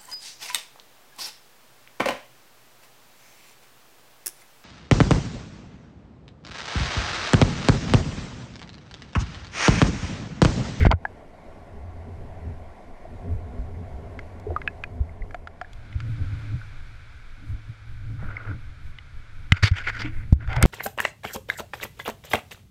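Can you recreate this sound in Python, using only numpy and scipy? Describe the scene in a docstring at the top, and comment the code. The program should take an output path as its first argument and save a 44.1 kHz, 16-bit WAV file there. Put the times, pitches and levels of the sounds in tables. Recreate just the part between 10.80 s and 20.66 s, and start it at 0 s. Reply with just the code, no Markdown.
"""Camera housing lifted from a pond

A camera in a sealed plastic housing is lifted on a pole out of a pond and then handled.
Filtered noise makes the water hiss, the stream heard through the shell, and the shaking of the sprung mount.
Pushes set the mount swinging; air pockets pop as climbing tones, and soft pings swell and fade.
Fingers rub in grains of noise and tap the shell's resonances. The gain control ducks after loud knocks.
"""
import sys
import numpy as np
from scipy import signal
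from scipy.fft import rfft, irfft, next_fast_len
from scipy.io import wavfile
from scipy.ndimage import uniform_filter1d, map_coordinates

SR = 44100
rng = np.random.default_rng(int(sys.argv[2]) if len(sys.argv) > 2 else 0)


def unload_audio(sound):
    """Save the sound as a 16-bit wav file, at the path given as the first command line argument."""
    columns = np.transpose(np.atleast_2d(sound))
    # keep every value between -1 and 1, then stretch to whole-number steps
    steps = np.round(np.clip(columns, -1, 1) * 32767)
    wavfile.write(sys.argv[1], SR, steps.astype(np.int16))


def voltage_ratio(decibels):
    """Convert decibels (scalar or array-like) to amplitude ratios, 20 dB per decade."""
    exponent = np.asarray(decibels, float) / 20
    return 10 ** exponent


N = 434804
T = np.arange(N) / SR  # time of every sample, s

# resonances of the plastic shell: f/Hz, width/Hz, level/dB
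SHELL_MODES = [(675, 2270, -5.5), (1464, 174, 11), (2133, 280, 8.5), (3530, 830, -2), (4580, 600, -5.5),
               (7700, 2300, -19)]


def unit(x):
    """Scale a sound to rms 1."""
    return x / np.sqrt(np.mean(x ** 2) + 1e-20)


def curves(rows):
    """Draw straight lines between table rows: one curve for each column after the time."""
    s, *cols = np.transpose(rows)
    return [np.interp(T, s, c) for c in cols]


def wobble(rate):
    """Make a smooth random curve with rate random points a second."""
    return map_coordinates(rng.standard_normal(int(N * rate / SR) + 4), [T * rate])


def filtered(x, response):
    """Multiply the spectrum of x by a response, which may be complex."""
    m = next_fast_len(len(x) + 8192)  # spare room for the ringing
    hz = np.fft.rfftfreq(m, 1 / SR) + 1  # the 1 keeps clear of zero
    return irfft(rfft(x, m) * response(hz), m)[:len(x)]


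def colour(points):
    """Join (f/Hz, level/dB) points into a gain curve over a log frequency axis."""
    f, db = np.transpose(points)
    return lambda hz: voltage_ratio(np.interp(np.log(hz), np.log(f), db))


def modes(rows):
    """Add up resonances of alternating sign, each given as (f/Hz, width/Hz, level/dB)."""
    def response(f):
        total = 0
        for k, (c, w, db) in enumerate(rows):
            total = total + (-1) ** k * voltage_ratio(db) * 1j * f * w / (c * c - f * f + 1j * f * w)
        return total
    return response


def add(track, s, sound):
    """Mix a sound into a track, starting at s seconds."""
    part = track[max(round(s * SR), 0):][:len(sound)]
    part += sound[:len(part)]


def patchy_noise(noise, window, patch_db, bins, frames):
    """Raise and lower small patches of a noise, each some bins high and some frames long."""
    z = signal.stft(noise, nperseg=window)[2]
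    field = uniform_filter1d(rng.standard_normal(z.shape), size=bins, axis=0)
    field = uniform_filter1d(field, size=frames, axis=1)
    return signal.istft(z * voltage_ratio(patch_db * unit(field)), nperseg=window)[1][:N]


def surroundings(dry):
    """Water hiss in faint patches gives way to a steady stream heard through the shell."""
    # middle level of the noise under water, and then in air: t/s, level/dB
    water_level = [(.2, -48), (3.8, -46.5), (5.0, -54)]
    air_level = [(4.8, -54.5), (5.6, -50.5), (6.6, -54.5), (9.8, -57.5)]
    # relative colour through the shell, under water and in air: f/Hz, level/dB
    water_tone = [(88, -12), (150, -5.5), (201, -4), (497, -8), (706, -1.5), (818, -9), (1140, -13),
                  (1230, -23.5), (1370, -16.5), (1590, -20.5), (2130, -18.5), (2660, -28.5), (12300, -46.5),
                  (16000, -75), (22000, -120)]
    air_tone = [(150, -58), (200, -9.5), (500, -10), (1100, -9.5), (1480, 1.5), (1850, -8), (2300, -2.5),
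                (2750, -14), (3550, -12), (5500, -21.5), (12300, -37.5), (16000, -81), (22000, -120)]
    hiss = patchy_noise(rng.standard_normal(N), 512, 1.2, 4, 8)
    water_db = curves(water_level)[0] + 0.46 * wobble(11)
    water = voltage_ratio(water_db) * unit(filtered(hiss, colour(water_tone)))
    stream_db = curves(air_level)[0] + 0.93 * wobble(2.186)
    stream = voltage_ratio(stream_db) * unit(filtered(rng.standard_normal(N), colour(air_tone)))
    return np.sqrt(1 - dry) * water + np.sqrt(dry) * stream


def shaking():
    """Shake level in dB: the steady effort on the pole plus tugs that rise to a peak and die away."""
    # steady effort on the pole: t/s, mount shake level/dB
    effort = [(.3, -53.5), (.56, -69), (1.0, -40), (1.55, -43), (1.85, -49), (2.2, -72), (2.32, -40),
              (2.95, -36.5), (3.4, -42.5), (4.05, -43.5), (4.3, -42), (4.9, -56), (5.25, -29.5),
              (5.7, -32.5), (5.9, -44.5), (6.5, -54), (7.9, -47), (8.6, -50.5), (9.6, -34)]
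    # tugs on the pole: peak t/s, mount shake level/dB, length/s
    tugs = [(0, -13, 0.3), (1.09, -33, 0.068), (1.35, -35, 0.29), (1.68, -29.5, 0.3), (2.526, -25.5, 0.3),
            (2.97, -31, 0.1), (3.148, -30, 0.11), (3.706, -26, 0.14), (4.157, -34, 0.26),
            (5.302, -23, 0.12), (5.42, -19.5, 0.065), (5.536, -23.5, 0.098), (5.748, -19, 0.089),
            (6.702, -32, 0.33), (6.897, -28.5, 0.077), (7.325, -30.5, 1), (7.708, -27, 0.24),
            (9.253, -31.5, 0.3)]
    rise_share, range_db = 0.42, 28  # part of the length spent rising; depth of that rise and fall
    power = voltage_ratio(2 * curves(effort)[0])
    t = np.arange(-SR // 2, SR) / SR
    for s, db, length in tugs:
        away = np.maximum(-t / rise_share, t / (1 - rise_share)) / length
        bump = voltage_ratio(2 * (db - range_db * away))
        add(power, max(s - .5, 0), bump[max(round((.5 - s) * SR), 0):])
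    return 10 * np.log10(power)


def pole(dry, width_hz=18, steady=0.67):
    """Tremor in the pole keeps the mount ringing near its pitch, rattles the frame and sways the housing."""
    # pitch of the mount, lower under the load of water: wet f/Hz, dry f/Hz
    mount_hz = (86, 108.3)
    # higher modes shaken along, wet and dry; the level counts twice: f/Hz, width/Hz, level/dB
    frame_wet = [(156.6, 44.5, -6.5), (253, 36.5, -6), (402.3, 58, -7.5), (550, 130, -15.5)]
    frame_dry = [(190, 58, -11), (288.7, 52, -8.5), (480, 360, -19)]
    # slow sway of the housing before the tugs act on it: t/s, level/dB
    sway_level = [(0.2, -44.5), (8.67, -35.5), (9.5, -34)]
    shake_db = shaking()

    slow = lambda f: 1 / (1 + 1j * f / width_hz) ** 2
    swing = filtered(rng.standard_normal(N), slow) + 1j * filtered(rng.standard_normal(N), slow)
    swing = swing / abs(swing) ** steady  # the grip evens out the size of the swings, not their timing
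    turns = np.cumsum(np.interp(dry, [0, 1], mount_hz)) / SR
    mount = unit((swing * np.exp(2j * np.pi * turns)).real)
    mount = unit(filtered(mount, lambda f: 1 / (1 + (f / 150) ** 6)))

    jolts = voltage_ratio(4.5 * wobble(18)) * rng.standard_normal(N)
    level = np.sqrt(np.pi * 30 / SR)  # rms that white noise keeps through a 30 Hz wide resonance
    # drive and pickup both pass the modes, which leaves dark valleys between them
    sharp = lambda rows: lambda f: modes(rows)(f) ** 2
    wet_frame, dry_frame = filtered(jolts, sharp(frame_wet)), filtered(jolts, sharp(frame_dry))
    frame = ((1 - dry) * wet_frame + dry * dry_frame) / level
    slow_db = uniform_filter1d(shake_db, size=SR // 14)  # the frame answers a little sluggishly
    rattle_db = slow_db - 0.091 * dry * (slow_db + 40.5)  # out of the water it follows hard efforts less

    lurches = voltage_ratio(4 * wobble(13)) * rng.standard_normal(N)
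    sway_tone = [(4, -19.5), (18, -4.5), (45, -19.5), (70, -16.0), (160, -34.5), (400, -73.5)]  # f/Hz, level/dB
    sway = unit(filtered(lurches, colour(sway_tone)))
    sway_db = curves(sway_level)[0] + 0.22 * (shake_db - shake_db.mean())  # tugs sway the housing too
    return voltage_ratio(shake_db) * mount + voltage_ratio(rattle_db) * frame + voltage_ratio(sway_db) * sway


def thuds(t60=0.079):
    """A smooth push, the harder the shorter, is answered by a dying swing of the mount."""
    # pushes on the mount: t/s, peak level/dB, direction (in +1, out -1), ring f/Hz
    pushes = [(0.027, -6.5, -1, 86), (0.053, 0.5, 1, 120), (0.068, 10.5, -1, 44.7), (0.092, 3.5, -1, 60.7),
              (0.136, 0.5, -1, 85.5), (2.796, -19.5, 1, 58.7), (4.207, -12.5, -1, 73),
              (4.415, -22.5, 1, 37.4), (5.157, -16.5, -1, 79.4), (6.735, -22.5, 1, 55.6),
              (7.431, -30.5, -1, 192), (8.723, 0.5, -1, 91), (8.831, -7, -1, 102), (8.841, -1, -1, 103),
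              (8.916, -3.5, -1, 92), (9.527, 1.5, -1, 68.5), (9.557, -13, -1, 79.4), (9.678, -17.5, -1, 61),
              (9.769, -14, 1, 96), (9.781, -12.5, -1, 114), (9.831, -1.5, -1, 130), (9.84, 7.5, -1, 35.7),
              (9.854, 12, 1, 76)]
    push_ms, longer_db = 1.11, 1.5  # bell width of a 0 dB push; dB of width gained per dB of weakness
    out, t = np.zeros(N), np.arange(SR // 4) / SR
    for s, db, way, hz in pushes:
        width = min(push_ms * voltage_ratio(-longer_db * db) / 1000, .2 / hz)  # s, kept short against one swing
        lead = 4 * width
        push = np.exp(-.5 * ((t[:round(2 * lead * SR)] - lead) / width) ** 2)
        swing = np.diff(voltage_ratio(-60 * t / t60) * np.sin(2 * np.pi * hz * t), prepend=0)
        knock = signal.fftconvolve(push, swing)
        add(out, s - lead, np.sign(way) * voltage_ratio(db) * knock / abs(knock).max())
    return out


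def tone(t, hz, climb, t60=0.049):
    """A dying tone whose pitch may climb; low tones last longer."""
    longer = (1500 / hz) ** 0.54 + (480 / hz) ** 3
    return voltage_ratio(-60 * t / t60 / longer) * np.sin(2 * np.pi * hz * t * (1 + climb * t))


def cracks(contacts, t60=0.018):
    """Short noise bursts around each contact's pitch (t/s, level/dB, f/Hz), coloured by the shell."""
    foot, top = 1, 4.7  # a crack spans these multiples of the pitch
    out, t = np.zeros(N), np.arange(SR // 8) / SR
    for s, db, hz in contacts:
        span = lambda f: 1 / (1 + (f / (top * hz)) ** 2) / (1 + (foot * hz / f) ** 2)
        burst = filtered(rng.standard_normal(len(t)), span)
        add(out, s, voltage_ratio(db - 60 * t / t60) * burst)
    brighter = lambda f: (0.63 + 1j * f / 3000) / (1 + 1j * f / 7000) ** 2  # a sharp blow favours high modes
    return filtered(out, lambda f: modes(SHELL_MODES)(f) * brighter(f))


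def bubbles(climb=0.87):
    """Air pockets pop out of the housing: each rings as a climbing tone and cracks as its neck closes."""
    # air pockets, some in pairs: t/s, level before the envelope/dB, starting f/Hz
    pockets = [(0.252, -11, 1650), (4.038, -17, 2420), (3.666, -19.5, 417), (3.704, -25, 460),
               (3.704, -21.5, 697), (3.714, -26, 345), (3.716, -30, 607), (3.763, -9.5, 1204),
               (2.252, -30, 640), (5.815, -30.5, 1490), (3.876, -10.5, 1655), (3.876, -10, 2524),
               (4.545, -21.5, 703), (4.815, -22, 720), (4.846, -31, 1680), (9.245, -23, 290)]
    crack_db, start_cycles = -23.5, 0.57  # crack against tone; soft start
    snap, snap_cycles = 4.7, 5.8  # extra swing of the first cycles
    out, t = np.zeros(N), np.arange(SR // 8) / SR
    for s, db, hz in pockets:
        start = (1 - np.exp(-t * hz / start_cycles)) ** 2
        strength = (1 + snap * np.exp(-t * hz / snap_cycles)) / (1 + snap)
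        add(out, s, voltage_ratio(db) * tone(t, hz, climb) * start * strength)
    return out + cracks([(s, db + crack_db, hz) for s, db, hz in pockets])


def pings():
    """Soft pure tones, perhaps droplets, swell and fade within 7 ms."""
    # pings: start t/s, peak level/dB, f/Hz
    drops = [(0.2511, -18.5, 820), (4.293, -42, 2080), (4.42, -35, 2030), (7.5675, -22, 2117),
             (7.5665, -52.5, 5050)]
    out, t = np.zeros(N), np.arange(SR // 8) / SR
    for s, db, hz in drops:
        swell = np.sin(np.pi * np.minimum(t / 0.007, 1) ** 0.56) ** 2
        add(out, s, voltage_ratio(db) * np.sin(2 * np.pi * hz * t) * swell)
    return out


def rubs(edge=0.31, longest=0.018):
    """Skin slips over the shell in grains of shifting colour; bright strokes are abrupt, dull ones swell and fade."""
    # finger strokes and scrapes: start t/s, length/s, rms level before the edges/dB,
    # brightness/(dB per octave), f/Hz that the grip leaves free to ring
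    strokes = [(0, 0.08, -27, 2, 1880), (0.054, 0.012, -17.5, 0.5, 455), (0.106, 0.018, -3, -13.5, 855),
               (0.124, 0.0034, -15, -0.5, 1300), (3.668, 0.045, -37, -39, 504),
               (7.386, 0.34, -44, -7.5, 1380), (7.425, 0.0084, -44, -24, 400),
               (7.67, 0.038, -49, -6.5, 1500), (8.716, 0.061, -28.5, 0.5, 1410),
               (8.824, 0.055, -14.5, 2.5, 4330), (8.912, 0.11, -37, 0.5, 1600),
               (8.955, 0.036, -35, 1.5, 2710), (9.036, 0.033, -36.5, 0.5, 2300),
               (9.066, 0.031, -23.5, 0, 1800), (9.121, 0.064, -36.5, 1, 1630), (9.19, 0.031, -31, 1, 4670),
               (9.221, 0.052, -37, -1.5, 2670), (9.3, 0.13, -50, -3, 2010), (9.527, 0.0053, -40, 12, 4040),
               (9.593, 0.046, -43, -5.5, 1510), (9.68, 0.088, -32.5, -5, 764),
               (9.76, 0.008, -40.5, 11.5, 3230), (9.768, 0.1, -32.5, -7.5, 675),
               (9.826, 0.0021, -13, 19.5, 8630), (9.83, 0.024, -21, 4, 3520)]
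    grain_db, patch_db = 2.2, 1.8  # unevenness of the slips in time and in colour
    free_db, free_oct = 7, 0.24  # lift and spread of the part of the shell left free
    slips = voltage_ratio(grain_db * wobble(200)) * rng.standard_normal(N)
    grains = patchy_noise(slips, 256, patch_db, 3, 5)
    out, shell = np.zeros(N), modes(SHELL_MODES)
    for s, length, db, tilt_db, hz in strokes:
        # edge time in s: a share of the length, shorter for bright strokes
        soft = min(edge * length, longest) * np.exp(-max(tilt_db, 0) / 2.8)
        t = np.arange(round((length + 6 * soft) * SR)) / SR
        piece = np.resize(grains[round(s * SR):], len(t))

        def grip(f):
            tilt = tilt_db * np.log2(np.maximum(f, 650) / 2000)
            return voltage_ratio(tilt + free_db * np.exp(-.5 * (np.log2(f / hz) / free_oct) ** 2))

        stroke = unit(filtered(piece, lambda f: shell(f) / (1 + (f / 5200) ** 1.64) * grip(f)))
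        swell = 1 - np.exp(-t / soft)
        fade = np.exp(-np.maximum(t - length, 0) / soft)
        add(out, s, voltage_ratio(db) * swell * fade * stroke)
    return out


def taps(start_s=0.00014):
    """A fingertip starts the shell modes near the pitch of its contact, damps them and adds a crack."""
    # taps: t/s, level before the envelope/dB, pitch the contact favours f/Hz, crack over ring level/dB
    touches = [(0.051, -1, 585, -6), (.043, -24, 2020, -11), (.114, 0.5, 870, 7.5),
               (3.391, -23, 2060, -6.5), (3.598, -56, 5500, 28), (3.817, -22.5, 2020, -21),
               (4.038, -18.5, 1900, -8), (4.509, -33.5, 1610, -3), (4.545, -23, 1410, -4),
               (4.673, -23.5, 1230, -3), (4.814, -20, 1400, -5), (4.932, -42.5, 6500, 18),
               (5.127, -32.5, 2460, -8), (5.203, -28.5, 1440, 4.5), (8.186, -26, 2600, -20),
               (8.721, 2.5, 2440, -4), (8.915, -29, 2000, 7), (9.676, -29, 1480, -4),
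               (9.73, -18.5, 2340, -4), (9.765, -15, 1070, -2), (9.827, -8, 1430, 6.5)]
    # modes a tap can start: f/Hz, relative level/dB
    tap_modes = [(400, 6), (700, 3), (930, 3), (1400, 9), (1650, 10.5), (2060, 6.5), (2450, -6),
                 (2950, 0.5), (3400, -1)]
    reach_oct, damp_s = 0.28, 0.0039  # spread of the contact's spectrum; the finger damps the ring
    out, t = np.zeros(N), np.arange(SR // 8) / SR
    envelope = (1 - np.exp(-t / start_s)) ** 2 * np.exp(-t / damp_s)
    mode_hz, mode_db = np.transpose(tap_modes)
    for s, db, hz, crack_db in touches:
        gains = voltage_ratio(mode_db) * np.exp(-.5 * (np.log2(mode_hz / hz) / reach_oct) ** 2)
        ring = sum(g * tone(t, f, 0) for g, f in zip(gains, mode_hz)) / np.linalg.norm(gains)
        add(out, s, voltage_ratio(db) * ring * envelope)
    return out + cracks([(s, db + crack_db, hz) for s, db, hz, crack_db in touches])


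def scene():
    """All sources reach the microphone through the housing."""
    # the housing leaves the water: from t/s, to t/s
    surfacing = (4.725, 5.16)
    dry = np.interp(T, surfacing, [0, 1])  # 0 under water, 1 in air
    background = surroundings(dry) + pole(dry)
    handling = thuds() + bubbles() + pings() + rubs() + taps()
    return (background + handling)[None]


def band_limit(x):
    """A steep low-pass at the top of the band."""
    return signal.sosfilt(signal.butter(12, 12460, fs=SR, output="sos"), x)


def record(dry, knee_db=-13, ratio=0.77, release_db=130, attack=0.0034):
    """Gain drops just after a loud peak and climbs back by release_db a second; the loudest peaks clip."""
    over = ratio * np.maximum(20 * np.log10(abs(dry) + 1e-9) - knee_db, 0)
    held = np.maximum.accumulate(over + release_db * T, axis=1) - release_db * T
    k = 1 / (attack * SR)  # attack in s, smoothed twice
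    once = signal.lfilter([k], [1, k - 1], held)
    duck_db = signal.lfilter([k], [1, k - 1], once)
    ducked = dry * voltage_ratio(-duck_db)
    return band_limit(np.clip(ducked, -1, 1))


dry = scene()
out = record(dry)
unload_audio(out)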